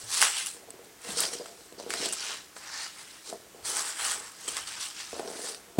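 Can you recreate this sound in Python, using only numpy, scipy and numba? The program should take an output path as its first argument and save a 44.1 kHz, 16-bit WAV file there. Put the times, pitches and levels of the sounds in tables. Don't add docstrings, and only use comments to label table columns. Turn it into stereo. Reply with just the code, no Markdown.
import sys
import numpy as np
from scipy import signal
from scipy.fft import rfft, irfft, next_fast_len
from scipy.io import wavfile
from numba import njit

SR = 44100
rng = np.random.default_rng(int(sys.argv[2]) if len(sys.argv) > 2 else 0)


def store_wav(level_fs):
    pcm = np.round(np.clip(np.atleast_2d(level_fs), -1, 1) * 32767)
    wavfile.write(sys.argv[1], SR, pcm.T.astype(np.int16))


N = 255672
T = np.arange(N) / SR
HZ = np.fft.rfftfreq(next_fast_len(N + SR), 1 / SR)

# (frequency [Hz], relative density [dB])
FOAM_COLOUR = [(290, -55), (500, -9.5), (720, -9.5), (800, -3), (1100, -4.5), (2360, -4), (4870, -7),
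               (6800, -7), (7950, -3), (9900, -6), (10900, -10), (12900, -23.5), (13700, -23), (15100, -18),
               (16000, -16)]
# (time [s], level [dB], strongest ring [Hz])
TUBE_KNOCKS = [(0.221, -32, 865), (0.545, -47, 390), (0.564, -47, 480), (0.738, -39, 375),
               (0.791, -45.5, 454), (0.829, -59, 393), (0.859, -50, 580), (1.047, -42, 483),
               (1.087, -27, 210), (1.168, -32.5, 510), (1.199, -31, 790), (1.239, -31, 618),
               (1.259, -41, 673), (1.315, -41, 580), (1.328, -36.5, 470), (1.349, -35.5, 414),
               (1.396, -35, 480), (1.408, -30, 555), (1.456, -41, 724), (1.5, -47, 614), (1.582, -52, 479),
               (1.721, -39, 420), (1.749, -50, 363), (1.779, -41, 400), (1.797, -33.5, 568),
               (1.827, -39, 605), (1.8614, -30.5, 490), (1.889, -56, 445), (1.941, -36, 573),
               (2.001, -36, 353), (2.025, -36, 395), (2.055, -35.5, 670), (2.062, -33, 350),
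               (2.088, -43, 676), (2.208, -50, 549), (2.31, -46, 760), (2.562, -39, 780), (3.292, -45, 410),
               (3.325, -30.5, 670), (3.354, -44, 684), (3.466, -51, 590), (3.546, -46, 400),
               (3.645, -44, 807), (4.053, -41, 638), (4.478, -35, 396), (4.564, -39.5, 804),
               (5.128, -32.5, 590), (5.163, -36.5, 577), (5.194, -24.5, 600), (5.228, -34, 670),
               (5.246, -43, 573), (5.275, -32.5, 462), (5.312, -33, 600), (5.36, -50, 436),
               (5.399, -41, 336), (5.446, -39.5, 430), (5.498, -56, 447), (5.668, -61, 510)]
# (time [s], level [dB], ring [Hz])
DESK_THUDS = [(0.034, -48, 112), (1.075, -55, 175), (1.128, -46, 161), (1.93, -62, 127), (3.628, -54, 112),
              (4.038, -59, 108), (4.484, -57, 158), (4.61, -58, 104), (5.131, -55.5, 80)]
KNOCK_LAG_S = 0.002096


def undb(db):
    return 10 ** (np.asarray(db) / 20)


def unit(x):
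    return x / np.sqrt(np.mean(np.abs(x) ** 2))


def on_hz(table):
    hz, value = np.transpose(table)
    return np.interp(np.log(HZ + 1), np.log(hz + 1), value)


def shape(x, gain):
    return irfft(rfft(x, 2 * len(HZ) - 2) * gain)[..., :N]


def slips(per_s, spread_db, decay_ms):
    size = undb(2 * spread_db * rng.exponential(size=N))
    kicks = (rng.random(N) < per_s / SR) * size
    power = signal.lfilter([1], [1, -np.exp(-2000 / (decay_ms * SR))], kicks)
    return power / power.mean()


def ring(x, hz, t60):
    pole = np.exp(2j * np.pi * hz / SR - np.log(1000) / (t60 * SR))
    return signal.lfilter([1], [1, -pole], x).imag


def swell(s, hold_s, rise_db_s, db, fall_db_s):
    before = np.maximum(s - T, 0)
    after = np.maximum(T - s - hold_s, 0)
    return undb(2 * (db - rise_db_s * before - fall_db_s * after))


def foam():
    levels, hollow = rubbing()
    crack_levels = cracks()
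    below = [1 / (1 + (HZ / edge) ** 12) for edge in (2300, 4000, 6500)]
    shares = np.clip(np.diff([0 * HZ, *below, 0 * HZ + 1], axis=0), 0, 1)
    sharpness = [1.1, 2.4, 1.02, 3.74]
    shared = slips(600, 0.29, decay_ms=1.)
    out = 0
    for k, hz in enumerate(hollow):
        own = slips(300, 2.2, decay_ms=2.5)
        envelope = levels[k] * np.sqrt(.35 + .35 * shared + .3 * own) + crack_levels[k]
        colour = unit(undb(on_hz(FOAM_COLOUR)) * np.sqrt(shares[k]))
        part = shape(envelope * rng.standard_normal(N), colour)
        squeak_hz = np.clip(hz * np.exp(0.2 * held(55)), 500, 14000)
        squeak = svf(part, squeak_hz, 23.0)
        lifted = svf(part, hz, sharpness[k])
        out = out + 0.5 * part + undb(-5.5) * lifted + undb(0.5) * squeak
    return out


def rubbing():
    # (time at full level [s], hold [s], rise [dB/s], scrape level 4-6.5 kHz [dB],
    # drag 0.9-2.3 kHz [dB re scrape], rasp 2.3-4 kHz [dB re scrape], fizz 6.5-12 kHz [dB re scrape],
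    # hollow's ring in drag [Hz], in fizz [Hz])
    strokes = [(0.0, 0.03, 300, -48.5, -7.5, -10, 3, 1240, 7950),
               (0.138, 0.047, 240, -32, -7.5, -8.5, 1.5, 1390, 8100),
               (0.219, 0.034, 500, -30.5, -1, -1, 4, 1550, 7960),
               (0.38, 0.013, 148, -37, -5, 1.5, 2.5, 1750, 8300),
               (0.47, 0.018, 300, -46, -7.5, -21, 7.5, 1740, 8450),
               (1.046, 0.043, 350, -50, 0, -4, 3.5, 1640, 8400),
               (1.09, 0.037, 300, -44, -4.5, -4.5, 4, 1550, 8600),
               (1.188, 0.046, 393, -31.5, -7.5, -11, -0.5, 1630, 8800),
               (1.33, 0.0054, 500, -41, -7.5, -7, 0, 1620, 8250),
               (1.43, 0.07, 200, -56, -5, -5, 1, 1210, 7800),
               (1.58, 0.083, 100, -61, -19, -12, 2, 1520, 7900),
               (1.79, .005, 988, -47, -5, -14, -9, 1020, 8700),
               (1.911, 0.12, 810, -42, -3, -4, -1.5, 1660, 8500),
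               (2.049, 0.0037, 121, -35, -9, -5.5, -3, 1650, 8500),
               (2.16, .06, 400, -42.5, -19, -11, -5, 1780, 7500),
               (2.25, 0.065, 100, -41, -3.5, -1, -1.5, 1590, 7350),
               (2.34, 0.027, 100, -48, -1.5, -1.5, -0.5, 1550, 7500),
               (2.57, 0.0044, 706, -52.5, 1, -13, 4.5, 1110, 7700),
               (2.64, 0.028, 200, -53.5, 3.5, -2, 0, 1660, 7500),
               (2.74, 0.053, 123, -41.5, -2.5, -12, -5.5, 1660, 7200),
               (2.83, 0.012, 150, -40, -5, -7.5, -3.5, 1740, 6960),
               (2.99, 0.023, 90, -52.5, -1.5, -2.5, 4, 1770, 8140),
               (3.08, .03, 150, -59.5, -3, 2, -2, 1850, 7900),
               (3.155, 0.015, 80, -55.5, -2, -3, 1, 1750, 8050),
               (3.271, 0.021, 355, -45, -11.5, -11, -1.5, 1400, 8300),
               (3.654, 0.067, 1210, -38.5, -5.5, -7.5, 4.5, 1350, 8240),
               (3.77, 0.028, 250, -37.5, -2, -7, 4, 1280, 8000),
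               (3.888, 0.0067, 100, -40, -1.5, -6, 4.5, 1370, 8100),
               (4.002, 0.038, 304, -42.5, 4, 3, 8, 1530, 8100),
               (4.054, 0.07, 250, -36.5, -2, -7.5, 4, 1394, 7960),
               (4.25, 0.027, 100, -52, 3, -5, 3.5, 1130, 7900),
               (4.41, 0.025, 129, -51.5, -3, -10, -4, 1260, 8200),
               (4.49, .005, 400, -43, -20, -17, -3, 1360, 8100),
               (4.52, 0.029, 100, -45.5, -4.5, -1.5, 5.5, 1400, 8000),
               (4.566, 0.017, 500, -41.5, 0, 0, 2.5, 1460, 7960),
               (4.675, 0.057, 900, -44.5, -4, -3.5, -0.5, 1630, 8140),
               (4.765, 0.018, 200, -50, 0, -1, -2, 1270, 8110),
               (4.811, 0.044, 500, -40, -7.5, -3.5, 1.5, 1370, 8000),
               (4.999, 0.011, 194, -42, -5, -2.5, -2, 1780, 7800),
               (5.1, 0.092, 100, -50, -3, -4, 0.8, 1380, 7950),
               (5.3, 0.054, 100, -52.5, 0, -5, 0.5, 1300, 8340),
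               (5.46, 0.028, 71, -41.5, -5.5, -8, 2.5, 1570, 8650)]
    # (drag [dB], rasp [dB], scrape [dB], fizz [dB])
    resting_db = (-63, -67, -69, -66.5)
    # (time [s], ring [Hz])
    scrape_ring = [(0, 5300), (.1, 4820), (.5, 5050), (1.17, 4700), (1.4, 5050), (1.91, 5100), (2.04, 4550),
                   (2.15, 5600), (2.3, 5130), (2.7, 5300), (2.9, 4830), (3.1, 5300), (3.27, 4900),
                   (3.75, 5330), (4.0, 5230), (4.62, 5500), (4.68, 4750), (4.85, 5250), (5.05, 4900),
                   (5.5, 5250)]
    rasp_hz, fall_db_s = 3123, 165
    power = undb(2 * np.array(resting_db))[:, None] + 0 * T
    total, rings = 1e-30, 0
    for s, hold_s, rise_db_s, db, drag_db, rasp_db, fizz_db, drag_hz, fizz_hz in strokes:
        now = swell(s, hold_s, rise_db_s, db, fall_db_s)
        power = power + now * undb(2 * np.array([[drag_db], [rasp_db], [0], [fizz_db]]))
        total = total + now
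        rings = rings + now * np.array([[drag_hz], [fizz_hz]])
    drag_ring, fizz_ring = rings / total
    scrape_hz = np.interp(T, *np.transpose(scrape_ring))
    return np.sqrt(power), [drag_ring, rasp_hz + 0 * T, scrape_hz, fizz_ring]


def cracks():
    # (time [s], peak level [dB], drag [dB re peak], fizz [dB re peak], decay to 1/e [ms])
    crack_rows = [(0.21, -15, -9, 10, 1.2), (0.216, -1, -10, 2, 1.2), (0.2214, -23, -14, -1, 0.93),
                  (0.2258, 3.5, 5.5, 9.5, 0.47), (0.2313, -13, -20, 11, 0.93), (0.2327, -4, -6, -4, 1.1),
                  (0.461, -24.5, -18, 20, 1.2), (0.4687, -19, -4, 12, 1.5), (0.567, -34, -15, 0, 1.7),
                  (0.705, -26, 1, 13.5, 0.85), (0.8457, -35, -9, 8, 1.3), (1.1842, -18, -29, -1, 1.8),
                  (1.204, -20.5, -23, 19, 2.1), (1.236, -17.5, 3, -6, 1.7), (1.252, -13, -10, -11, 1.8),
                  (1.336, -22.5, 0, 12.5, 1), (1.458, -30, 3, -1, 3.2), (1.7248, -32, -14, 2, 1.3),
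                  (1.7992, -25.5, -9, 2, 1.4), (1.8253, -33, -13, 4, 2.6), (1.897, -29, -20, 11, 1.3),
                  (1.9045, -11.5, -2.5, 2.5, 1.5), (1.9134, -37, -14, -17, 1.7), (1.9214, -26, -7, 5, 0.54),
                  (1.938, -9, 6, 6, 0.9), (2.0574, -14, -26, 1, 2.6), (2.0878, -24, -13, 10, 1.7),
                  (2.1244, -28, -6, 16.5, 6.9), (2.133, -29, -12, 11, 9), (2.565, -29, 7, -6, 3),
                  (2.6289, -39, -11, -7, 1.5), (2.862, -27.5, 6, -24, 2.6), (3.298, -28.5, -6, 6, 3),
                  (3.6277, -42, -5, -10, 1.1), (3.653, -48, -19, 16, 3.7), (3.6784, -33, -15, -5, 1.5),
                  (3.7674, -20.5, -3, 9, 2.8), (4.0464, -22, -12, 1, 1.3), (4.319, -37, -5, 18, 0.87),
                  (4.4774, -24, 0, -1, 1.7), (4.4799, -21.5, -2, 9, 3.3), (4.486, -18.5, -15, 3, 3.4),
                  (4.5676, -22, -3, 10, 1.7), (4.6725, -23, -15, -6, 3.8), (4.74, -35, -17, -10, 1.5),
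                  (5.194, -32.5, 2, 7, 1.8), (5.2757, -24, -15, -19, 1.9), (5.3138, -36, -5.5, -9, 1.5),
                  (5.45, -36, -16, 8, 1.9), (5.5458, -22, -5, -8, 2)]
    crest_db = 14
    envelopes = np.zeros((4, N))
    age_ms = np.arange(2000) / SR * 1000
    for s, peak_db, drag_db, fizz_db, decay_ms in crack_rows:
        burst = np.minimum(age_ms / .35, 1) * np.exp(-age_ms / max(decay_ms, .2))
        for envelope, band_db in zip(envelopes, (drag_db, -3, -3, fizz_db)):
            envelope[int(s * SR):][:len(burst)] += undb(peak_db - crest_db + band_db) * burst
    return envelopes


def held(per_s):
    return rng.standard_normal(N)[np.cumsum(rng.random(N) < per_s / SR)]


@njit
def svf(x, hz, q):
    y, band, low = np.empty(len(x)), 0., 0.
    for i in range(len(x)):
        g = np.tan(np.pi * hz[i] / SR)
        v = (band + g * (x[i] - low)) / (1 + g * (g + 1 / q))
        band, low = 2 * v - band, low + 2 * g * v
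        y[i] = v / q
    return y


def tube():
    # (frequency [Hz], level in the tumble [dB], t60 of a knock [s])
    tube_modes = [(205.4, -20, 0.03), (356, -1, 0.048), (406, 1.5, 0.043), (477, -4.5, 0.12),
                  (575.4, -3, 0.048), (673, -3, 0.045), (712, 1.5, 0.01), (976, -38, 0.11)]
    push = signal.windows.hann(int(0.00025 * SR))
    chance = rng.standard_normal((len(TUBE_KNOCKS), len(tube_modes)))
    tumble = np.sqrt(.15 + .85 * slips(200, 1.8, decay_ms=1.5))
    knocks, rattle = 0, 0
    for k, (hz, db, t60) in enumerate(tube_modes):
        blows = np.zeros(N)
        for (s, peak_db, ring_hz), c in zip(TUBE_KNOCKS, chance[:, k]):
            off_db = min(45 * abs(np.log2(hz / ring_hz)), 21) + 1.5 * c
            blows[int((s + KNOCK_LAG_S) * SR)] += undb(peak_db - off_db)
        knocks = knocks + ring(blows, hz, t60)
        rung = unit(ring(tumble * rng.standard_normal(N), hz, 0.77 * t60))
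        rattle = rattle + (-1) ** k * undb(db) * rung
    knocks = np.convolve(knocks, push / push.sum())[:N]
    thin = signal.butter(4, 190, "high", fs=SR, output="sos")
    return signal.sosfilt(thin, knocks + unit(rattle) * tumbling())


def tumbling():
    # (time at full level [s], hold [s], rise [dB/s], level [dB])
    tumbles = [(0.0, 0.18, 300, -57.5), (0.23, .005, 148, -48), (0.563, 0.15, 600, -56.5),
               (0.744, 0.12, 300, -55.5), (1.07, 0.21, 502, -47.5), (1.32, 0.27, 300, -55),
               (1.781, .03, 1500, -46.5), (1.878, .02, 1500, -47), (1.942, 0.14, 300, -44),
               (2.314, .005, 130, -51.5), (3.302, 0.027, 400, -49.5), (3.546, 0.024, 1500, -51.5),
               (3.694, 0.11, 200, -48.5), (4.15, .005, 60, -51), (4.475, .005, 400, -51),
               (5.132, 0.27, 2000, -45.5), (5.445, 0.04, 900, -45.5), (5.762, .1, 113, -52)]
    fall_db_s, rest_db = 134, -75.5
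    trail_db, trail_rise_db_s, trail_fall_db_s = -15, 20000, 350
    spells = sum(swell(*row, fall_db_s) for row in tumbles)
    trails = sum(swell(s + 2 * KNOCK_LAG_S, 0, trail_rise_db_s, db + trail_db, trail_fall_db_s)
                 for s, db, _ in TUBE_KNOCKS)
    return np.sqrt(undb(2 * rest_db) + spells + trails)


def bump():
    # (frequency [Hz], relative level [dB], t60 [s])
    bump_modes = [(114, 1, 0.027), (228, 6.5, 0.09), (354, 2, 0.082), (558, -0.5, 0.13), (738, -2, 0.14)]
    bump_s, body_db, shake_db = 5.784, -18, -33.5
    blow = np.zeros(N)
    push = signal.windows.hann(int(0.0012 * SR))
    blow[int(bump_s * SR):][:len(push)] = push / push.sum()
    rise = np.clip((T - bump_s) / 0.0034, 0, 1)
    shake = rise * shape(rng.standard_normal(N), unit(undb(on_hz(FOAM_COLOUR))))
    body = sum((-1) ** k * undb(db) * ring(blow, hz, t60) for k, (hz, db, t60) in enumerate(bump_modes))
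    return undb(body_db) * body + undb(shake_db) * shake


def sleeve():
    band = signal.butter(2, [45, 130], "band", fs=SR, output="sos")
    out = unit(signal.sosfilt(band, rng.standard_normal(N))) * shuffling()
    push = signal.windows.hann(int(0.0036 * SR))
    for s, peak_db, hz in DESK_THUDS:
        blow = np.zeros(N)
        blow[int(s * SR):][:len(push)] = push / push.sum()
        out += undb(peak_db) * ring(blow, hz, 0.36)
    return out


def shuffling():
    level_db, hold_s, slope_db_s, rest_db = -68.5, 0.13, 74, -73.5
    moves = sum(swell(s, hold_s, 3 * slope_db_s, level_db, slope_db_s) for s, _, _ in DESK_THUDS)
    return np.sqrt(undb(2 * rest_db) + moves)


def diffuse_tail():
    # (frequency [Hz], level [dB re direct])
    tail_colour = [(60, -13), (500, -7.5), (2000, -7.5), (4300, -10.5), (7800, -18.5), (10300, -25),
                   (11500, -1), (13000, 2), (14100, -2), (15500, -24)]
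    t60_s = 0.1
    age = np.arange(SR // 2) / SR
    tail = rng.standard_normal((2, len(age))) * undb(-60 * age / t60_s) * (age > .003)
    tail = rfft(tail / np.sqrt(np.sum(tail[0] ** 2)), 2 * len(HZ) - 2)
    return undb(on_hz(tail_colour)) * tail


def room_tone():
    # (frequency [Hz], relative density [dB])
    room_colour = [(15, -42), (25, -11), (117, -3), (190, 4.5), (256, 1), (317, 8), (373, 4), (575, 1),
                   (3520, -5.5), (6920, -3), (8140, -4), (12200, -8.5), (14800, -9), (16000, -11)]
    # (frequency [Hz], level [dB re alike part])
    room_side = [(30, -31), (400, -2.5), (1400, 2), (3100, -0.5), (7800, -12.5), (11200, -6), (13400, -10),
                 (15500, -28)]
    alike_db = on_hz(room_colour)
    gains = undb([alike_db, alike_db + on_hz(room_side)])
    mid, side = shape(rng.standard_normal((2, N)), gains)
    return undb(-55) / mid.std() * np.array([mid + side, mid - side])


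def scene():
    # (frequency [Hz], phase by which the left port leads [rad])
    lead = [(30, 0.11), (200, 0.41), (800, 0.021), (2100, 0.14), (4300, 0), (8000, 0), (12000, 0.86),
            (14000, 0)]
    # (frequency [Hz], left minus right level [dB])
    lean = [(30, -2), (300, 1.5), (2000, 1), (6000, 0.5), (10000, -0.5), (12700, 5), (14500, 0)]
    near = foam() + tube() + sleeve()
    left = undb(on_hz(lean) / 2) * np.exp(.5j * on_hz(lead))
    ports = np.array([left, 1 / left])
    bump_pan_db = 1.5
    struck = shape(bump(), ports ** 3.5) * undb([[bump_pan_db / 2], [-bump_pan_db / 2]])
    return shape(near, ports + diffuse_tail()) + struck + room_tone()


def record(dry):
    ceiling, top_hz = .65, 15900
    soft = ceiling * np.tanh(dry / ceiling)
    return signal.sosfilt(signal.ellip(10, .2, 75, top_hz, fs=SR, output="sos"), soft)


dry = scene()
out = record(dry)
store_wav(out)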